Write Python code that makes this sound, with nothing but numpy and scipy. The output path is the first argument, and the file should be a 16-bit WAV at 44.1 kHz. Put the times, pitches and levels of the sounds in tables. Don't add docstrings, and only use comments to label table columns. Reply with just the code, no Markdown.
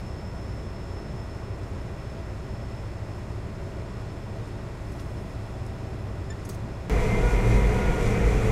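import sys
import numpy as np
from scipy import signal
from scipy.fft import rfft, irfft, next_fast_len
from scipy.io import wavfile
from scipy.ndimage import uniform_filter1d

SR = 44100
rng = np.random.default_rng(int(sys.argv[2]) if len(sys.argv) > 2 else 0)


def materialize(psi):
    bounded = np.clip(np.atleast_2d(psi).T, -1, 1)
    quanta = np.round(bounded * 32767).astype(np.int16)
    wavfile.write(sys.argv[1], SR, quanta)


def gain_from_db(level_db):
    decades = np.asarray(level_db, float) / 20
    return 10 ** decades


N = 375291
TIME = np.arange(N) / SR
CHANGE_S = 6.8975

# (multiple of the two-turn engine cycle [1]), and its (level [dB])
IDLE_ORDERS = [3, 5, 6, 7, 12, 13, 30, 45, 144, 200, 246, 340]
IDLE_ORDER_DB = [-46, -52, -43.5, -52, -44, -53, -63, -63, -71, -71, -70, -80]
# (frequency [Hz]), and its (level [dB])
IDLE_TONES_HZ = [17.4, 46.4, 106.3, 151.4, 181.6, 354.6, 384.2, 531.6, 539.7, 1536.3]
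IDLE_TONE_DB = [-60, -57, -44, -55, -59, -56, -57, -64, -64, -73]
# (frequency [Hz], level per Hz [dB])
EXHAUST_SPECTRUM = [(2, -20), (8, -27), (40, -19), (47, -5), (75, -4.5), (95, 1.5), (125, -8.5), (225, -10),
                    (245, -14.5), (420, -15.5), (480, -18.5), (720, -22.5), (1000, -26), (1500, -37)]
# (frequency [Hz], level per Hz [dB])
FAN_SPECTRUM = [(650, -34), (1100, -1.5), (1730, -7.5), (2450, -10.5), (3020, -13.5), (4120, -14.5),
                (4980, -16), (5150, -13.5), (5380, -18), (5690, -18.5), (7030, -17.5), (15600, -36.5)]
# (centre [Hz], width [Hz], boost [dB])
ENGINE_BAY = [(243, 22, -5), (275, 30, 2), (420, 20, 2), (438, 16, -4), (495, 40, -2), (580, 70, 3),
              (665, 55, 6.5), (712, 50, -3.5), (960, 200, 2), (1700, 200, -2.5), (2000, 120, 3),
              (3390, 90, 4), (5285, 170, 5)]
# (frequency [Hz], level per Hz [dB])
CLATTER_SPECTRUM = [(400, -30), (800, -6), (1300, -4), (2000, -5), (2700, -9), (3200, -20), (5000, -34)]
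TURBO_FLUTTER_DB = 2, 3

# (time [s], peak level [dB], centre [Hz], scrape length [ms], ring [0-1])
TICKS = [(.003, -54, 8500, 8, 0), (.533, -59, 9500, 12, 0), (4.453, -51, 5500, 10, 0),
         (4.474, -53, 7500, 14, 0), (4.919, -50, 7500, 12, 0), (4.994, -43, 3900, 11, .3),
         (4.998, -48, 8500, 11, 0), (5.664, -45, 7200, 3, 0), (6.397, -49, 6000, 6, .2),
         (6.449, -41, 7600, 9, 1), (6.4915, -29, 10000, .1, 0), (6.493, -35, 5600, 9, .9),
         (6.493, -40, 10500, 11, 0), (6.508, -47, 6500, 6, .3), (6.526, -49, 8500, 14, 1),
         (6.544, -43, 6000, 7, .8), (6.547, -46, 11000, 6, .3), (7.255, -46, 8500, 6, 0)]
# (frequency [Hz], level [dB], time to fall 60 dB [s])
TAG_MODES = [(6050, 0, .03), (6550, -2, .04), (9000, -7, .03), (11300, -4, .04)]
SQUEAK_DB = [0, -8, -3, 2, -15, -22]
# (time [s], spread [s], level [dB])
BRUSHES = [
    (4.46, .06, -73),
    (5.0, .1, -69),
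    (5.4, .4, -71),
    (6.51, .06, -67),
]
# (frequency [Hz], level per Hz [dB])
BRUSH_SPECTRUM = [(3000, -20), (6000, -3), (9000, 0), (13000, -6), (16000, -14)]

# (time [s], spread [s], shaft thump [dB], firing swell [dB], bar swell [dB])
STROKES = [
    (6.93, .075, -23, -29, -30),
    (7.31, .075, -25, -23, -33),
    (7.615, .11, -21, -36, -31),
    (7.93, .085, -27, -27, -33),
    (8.285, .085, -22, -26, -40),
]
# (frequency [Hz]), (resting level [dB]), (change in a pressure surge [dB])
BARS_HZ = [197, 377, 429]
BAR_REST_DB = [-44, -43, -38]
BAR_SURGE_DB = [.1, 4, -9]
# (time [s], share of nominal [1])
GROUND_SPEED = [(6.9, .996), (7.15, .996), (7.45, 1.004), (7.85, .997), (8.1, .975), (8.3, .964),
                (8.51, .96)]
# (time [s], spread [s], strength [1])
SURGES = [
    (7.29, .06, 1.),
    (7.9, .13, 1.05),
]
# (level [dB]), (change per percent of speed [dB]), (change in a surge [dB])
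PUMP_LEVEL_DB = [-42, -45.5, -60, -52]
PUMP_DB_PER_PERCENT = [-1.5, 3.5, .6, .1]
PUMP_SURGE_DB = [2.5, 4.2, 17.8, .1]
PUMP_SIDE_DB = [-4, -11]
# (frequency [Hz]), and its (level [dB])
GEAR_TONES_HZ = [24.5, 41.7, 225.5, 303, 499.3, 532, 721, 997, 2495]
GEAR_TONE_DB = [-35, -34, -44.5, -46, -41, -46.5, -53, -56, -55]
# (frequency [Hz], level per Hz [dB])
ROAR_SPECTRUM = [(8.8, -35), (15, -3.5), (53, -1.5), (80, -3.5), (114, -8), (141, -5.5), (342, -16.5),
                 (477, -13), (578, -23), (977, -23.5), (1610, -26), (2150, -30), (4500, -45.5), (5850, -80),
                 (9900, -120)]
# (centre [Hz], width [Hz], boost [dB])
DRUM_HOUSING = [(5, 15, 10), (426, 110, 3), (684, 220, 7), (2230, 1140, 8), (3360, 71, 8), (1660, 210, -6),
                (2570, 220, -3), (2400, 150, 2)]
# (frequency [Hz], level per Hz [dB])
STALK_SPECTRUM = [(2060, -22), (3500, -2.5), (4670, -3), (6110, -2), (7420, -3.5), (11900, -13),
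                  (14100, -19), (15600, -24)]
# (centre [Hz], width [Hz], boost [dB])
STALK_BODY = [(5990, 100, 5), (7300, 300, 2), (11500, 150, 3)]


def noise():
    return rng.standard_normal(N)


def level(x, db):
    return x * gain_from_db(db) / np.sqrt(np.mean(x ** 2))


def ramp(start, end):
    return np.clip((TIME - start) / (end - start), 0, 1)


def swells(times, peaks, spreads, order=2):
    bells = np.broadcast(times, peaks, spreads)
    return sum(p * np.exp(-.5 * abs((TIME - s) / w) ** order) for s, p, w in bells)


def walk(rate):
    k = int(SR / rate)
    held = np.repeat(rng.standard_normal(N // k + 1), k)
    return 1.299 * uniform_filter1d(uniform_filter1d(held, k), k)[:N]


def colour(x, points, body=(), flicker_db=0., rate=8.):
    size = next_fast_len(N)
    hz = np.maximum(np.arange(size // 2 + 1) * SR / size, 1)
    f, db = np.transpose(points)
    gain_db = np.interp(np.log(hz), np.log(f), db, left=-90, right=-90)
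    gain_db += sum(g / (1 + (2 * (hz - c) / w) ** 2) for c, w, g in body)
    shaped = rfft(x, size) * gain_from_db(gain_db)
    place = np.clip(np.log2(hz / 30), 0, 9)
    octaves = (irfft(shaped * np.maximum(1 - abs(place - k), 0), size)[:N] for k in range(10))
    return level(sum(band * gain_from_db(flicker_db * walk(rate)) for band in octaves), 0)


def tone(hz, db, drift=0., swell_db=0., rate=4.):
    phase = 2 * np.pi * (np.cumsum(hz * (1 + drift * walk(rate))) / SR + rng.random())
    return np.sqrt(2) * gain_from_db(db + swell_db * walk(rate)) * np.sin(phase)


def tones(frequencies_hz, levels_db, **wander):
    return sum(tone(hz, db, **wander) for hz, db in zip(frequencies_hz, levels_db))


def brushing():
    s, spread, db = np.transpose(BRUSHES)
    return colour(noise(), BRUSH_SPECTRUM, flicker_db=1.5, rate=20) * swells(s, gain_from_db(db), spread)


def boot_squeak():
    start, attack, hold, release = 6.295, .008, .026, .012
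    held = start + attack + hold
    shape = (ramp(start, start + attack) * (1 - ramp(held, held + release))) ** 2
    grip = np.clip(.2 + swells(start + .012, .8, .004), 0, 1)
    phase = 2 * np.pi * np.cumsum(1760 * (1 + .007 * walk(600))) / SR
    squeak = sum(gain_from_db(g) * grip ** (.47 * k) * np.sin((k + 1) * phase) for k, g in enumerate(SQUEAK_DB))
    return gain_from_db(-43.5) * squeak * shape


def claw_ticks():
    out, t = np.zeros(N), TIME[:4096]
    modes = sum(gain_from_db(g) * np.sin(2 * np.pi * f * t) * np.exp(-np.log(1000) * t / t60) for f, g, t60 in TAG_MODES)
    for s, db, hz, ms, ring in TICKS:
        fade = np.exp(-t / (ms * .0011)) * (1 - np.exp(-t / (ms * .0001)))
        scrape = rng.standard_normal(len(t)) * fade
        edges = np.clip([hz / 1.55, hz * 1.55], 500, 20000)
        band = signal.butter(3, edges, "band", fs=SR, output="sos")
        ringing = signal.fftconvolve(scrape, modes)[:len(t)]
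        hit = signal.sosfilt(band, scrape + .05 * ring * ringing)
        i = int(s * SR)
        out[i:i + len(t)] += gain_from_db(db) * hit / np.abs(hit).max()
    return out


def crop():
    roar = colour(noise(), ROAR_SPECTRUM, DRUM_HOUSING, flicker_db=.07, rate=9)
    grains = noise() * gain_from_db(1.5 * rng.exponential(size=N) + .7 * walk(20))
    rustle = colour(grains, STALK_SPECTRUM, STALK_BODY, flicker_db=.7, rate=14)
    feed = gain_from_db(swells(7.8, .37, .29))
    return feed * (gain_from_db(-26) * roar + gain_from_db(-48.5) * rustle)


def pump_and_drive(surge):
    speed = np.interp(TIME, *np.transpose(GROUND_SPEED))
    percent = 100 * (speed - 1)
    settings = zip(PUMP_LEVEL_DB, PUMP_DB_PER_PERCENT, PUMP_SURGE_DB)
    db1, db2, db3, db5 = (db + slope * percent + lift * surge for db, slope, lift in settings)
    harmonics_db = [db1, db2, db3, db5 + PUMP_SIDE_DB[0], db5, db5 + PUMP_SIDE_DB[1]]
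    harmonics_hz = [481 * speed * k for k in range(1, 7)]
    pump = tones(harmonics_hz, harmonics_db, drift=.0008, swell_db=1.5, rate=14)
    drive_db = -45 + 2.5 * np.minimum(percent + .5, 0) - 8 * surge
    return pump + tone(2092 * speed ** .6, drive_db, drift=.0015, swell_db=2.5, rate=25)


def sieve_and_bars(surge):
    s, length, thump_db, firing_db, bar_db = np.transpose(STROKES)
    stroke = swells(s, gain_from_db(thump_db), length, order=4)
    thump = tone(51.5, 0, drift=.015, rate=5) * (gain_from_db(-42) + stroke)
    recoil = swells(s + .18, gain_from_db(firing_db), .045)
    firing = tone(113.0, 0, drift=.004) * (gain_from_db(-48) + recoil + gain_from_db(-11) * stroke)
    bars_db = [db + lift * surge for db, lift in zip(BAR_REST_DB, BAR_SURGE_DB)]
    bars = tones(BARS_HZ, bars_db, drift=.009, swell_db=3, rate=12)
    bars += tone(BARS_HZ[0], 0, drift=.004) * swells(s + .21, gain_from_db(bar_db), .07)
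    return thump + firing + bars


def full_speed():
    at, spread, strength = np.transpose(SURGES)
    surge = swells(at, strength, spread, order=4)
    gears = tones(GEAR_TONES_HZ, GEAR_TONE_DB, drift=.006, swell_db=3, rate=8)
    return sieve_and_bars(surge) + pump_and_drive(surge) + gears + crop()


def accessories():
    hum = tones(IDLE_TONES_HZ, IDLE_TONE_DB, drift=.002, swell_db=1.8, rate=2.5)
    pump_db = np.interp(TIME, (4.8, 5.7), (-66, -57.5))
    return hum + tone(767.8, pump_db, drift=.0005, swell_db=1.5)


def turbo(firing):
    shaded_s = 1.27
    shaded = ramp(shaded_s - .05, shaded_s + .045)
    db = -60 + shaded * (-5 - 1. * (TIME - shaded_s))
    flutter_db = np.interp(shaded, (0, 1), TURBO_FLUTTER_DB)
    hz = 5282 - 2.9 * TIME + 30 * firing
    return tone(hz, db, drift=.0008, swell_db=flutter_db, rate=45) * (1 + .15 * firing)


def moving_air(firing):
    exhaust = colour(noise() * (1 + .07 * firing), EXHAUST_SPECTRUM, ENGINE_BAY, flicker_db=.6, rate=7)
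    fan = colour(noise() * (1 + .05 * firing), FAN_SPECTRUM, ENGINE_BAY, flicker_db=.5, rate=9)
    return level(exhaust, -36) + level(fan, -53)


def clatter(cycle):
    turn = rng.standard_normal((3, 2048)) * gain_from_db(1.5 * rng.exponential(size=(3, 2048)))
    pattern = np.concatenate([turn[0] + .71 * turn[1], turn[0] + .73 * turn[2]])
    knocks = np.interp(cycle % 1 * 4096, np.arange(4096), pattern, period=4096)
    return level(colour(knocks, CLATTER_SPECTRUM), -55)


def engine_throb(cycle):
    out = np.zeros(N)
    for k, db in zip(IDLE_ORDERS, IDLE_ORDER_DB):
        wave = np.sin(2 * np.pi * (k * cycle + rng.random()))
        out += np.sqrt(2) * gain_from_db(db + 1.2 * walk(3)) * wave
    return out


def idle():
    cycle = 9.992 * TIME + .0005 * walk(1.5)
    firing = np.cos(2 * np.pi * 6 * cycle)
    return accessories() + turbo(firing) + moving_air(firing) + clatter(cycle) + engine_throb(cycle)


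def scene():
    later = ramp(CHANGE_S, CHANGE_S + .002)
    jump = .13 * (1 - later) * (TIME >= CHANGE_S)
    steps = brushing() + boot_squeak() + claw_ticks()
    return ((1 - later) * idle() + later * full_speed() + jump + steps)[None]


def low_pass(x):
    return signal.sosfilt(signal.butter(12, 15780, fs=SR, output="sos"), x)


def record(dry):
    return low_pass(dry)


dry = scene()
out = record(dry)
materialize(out)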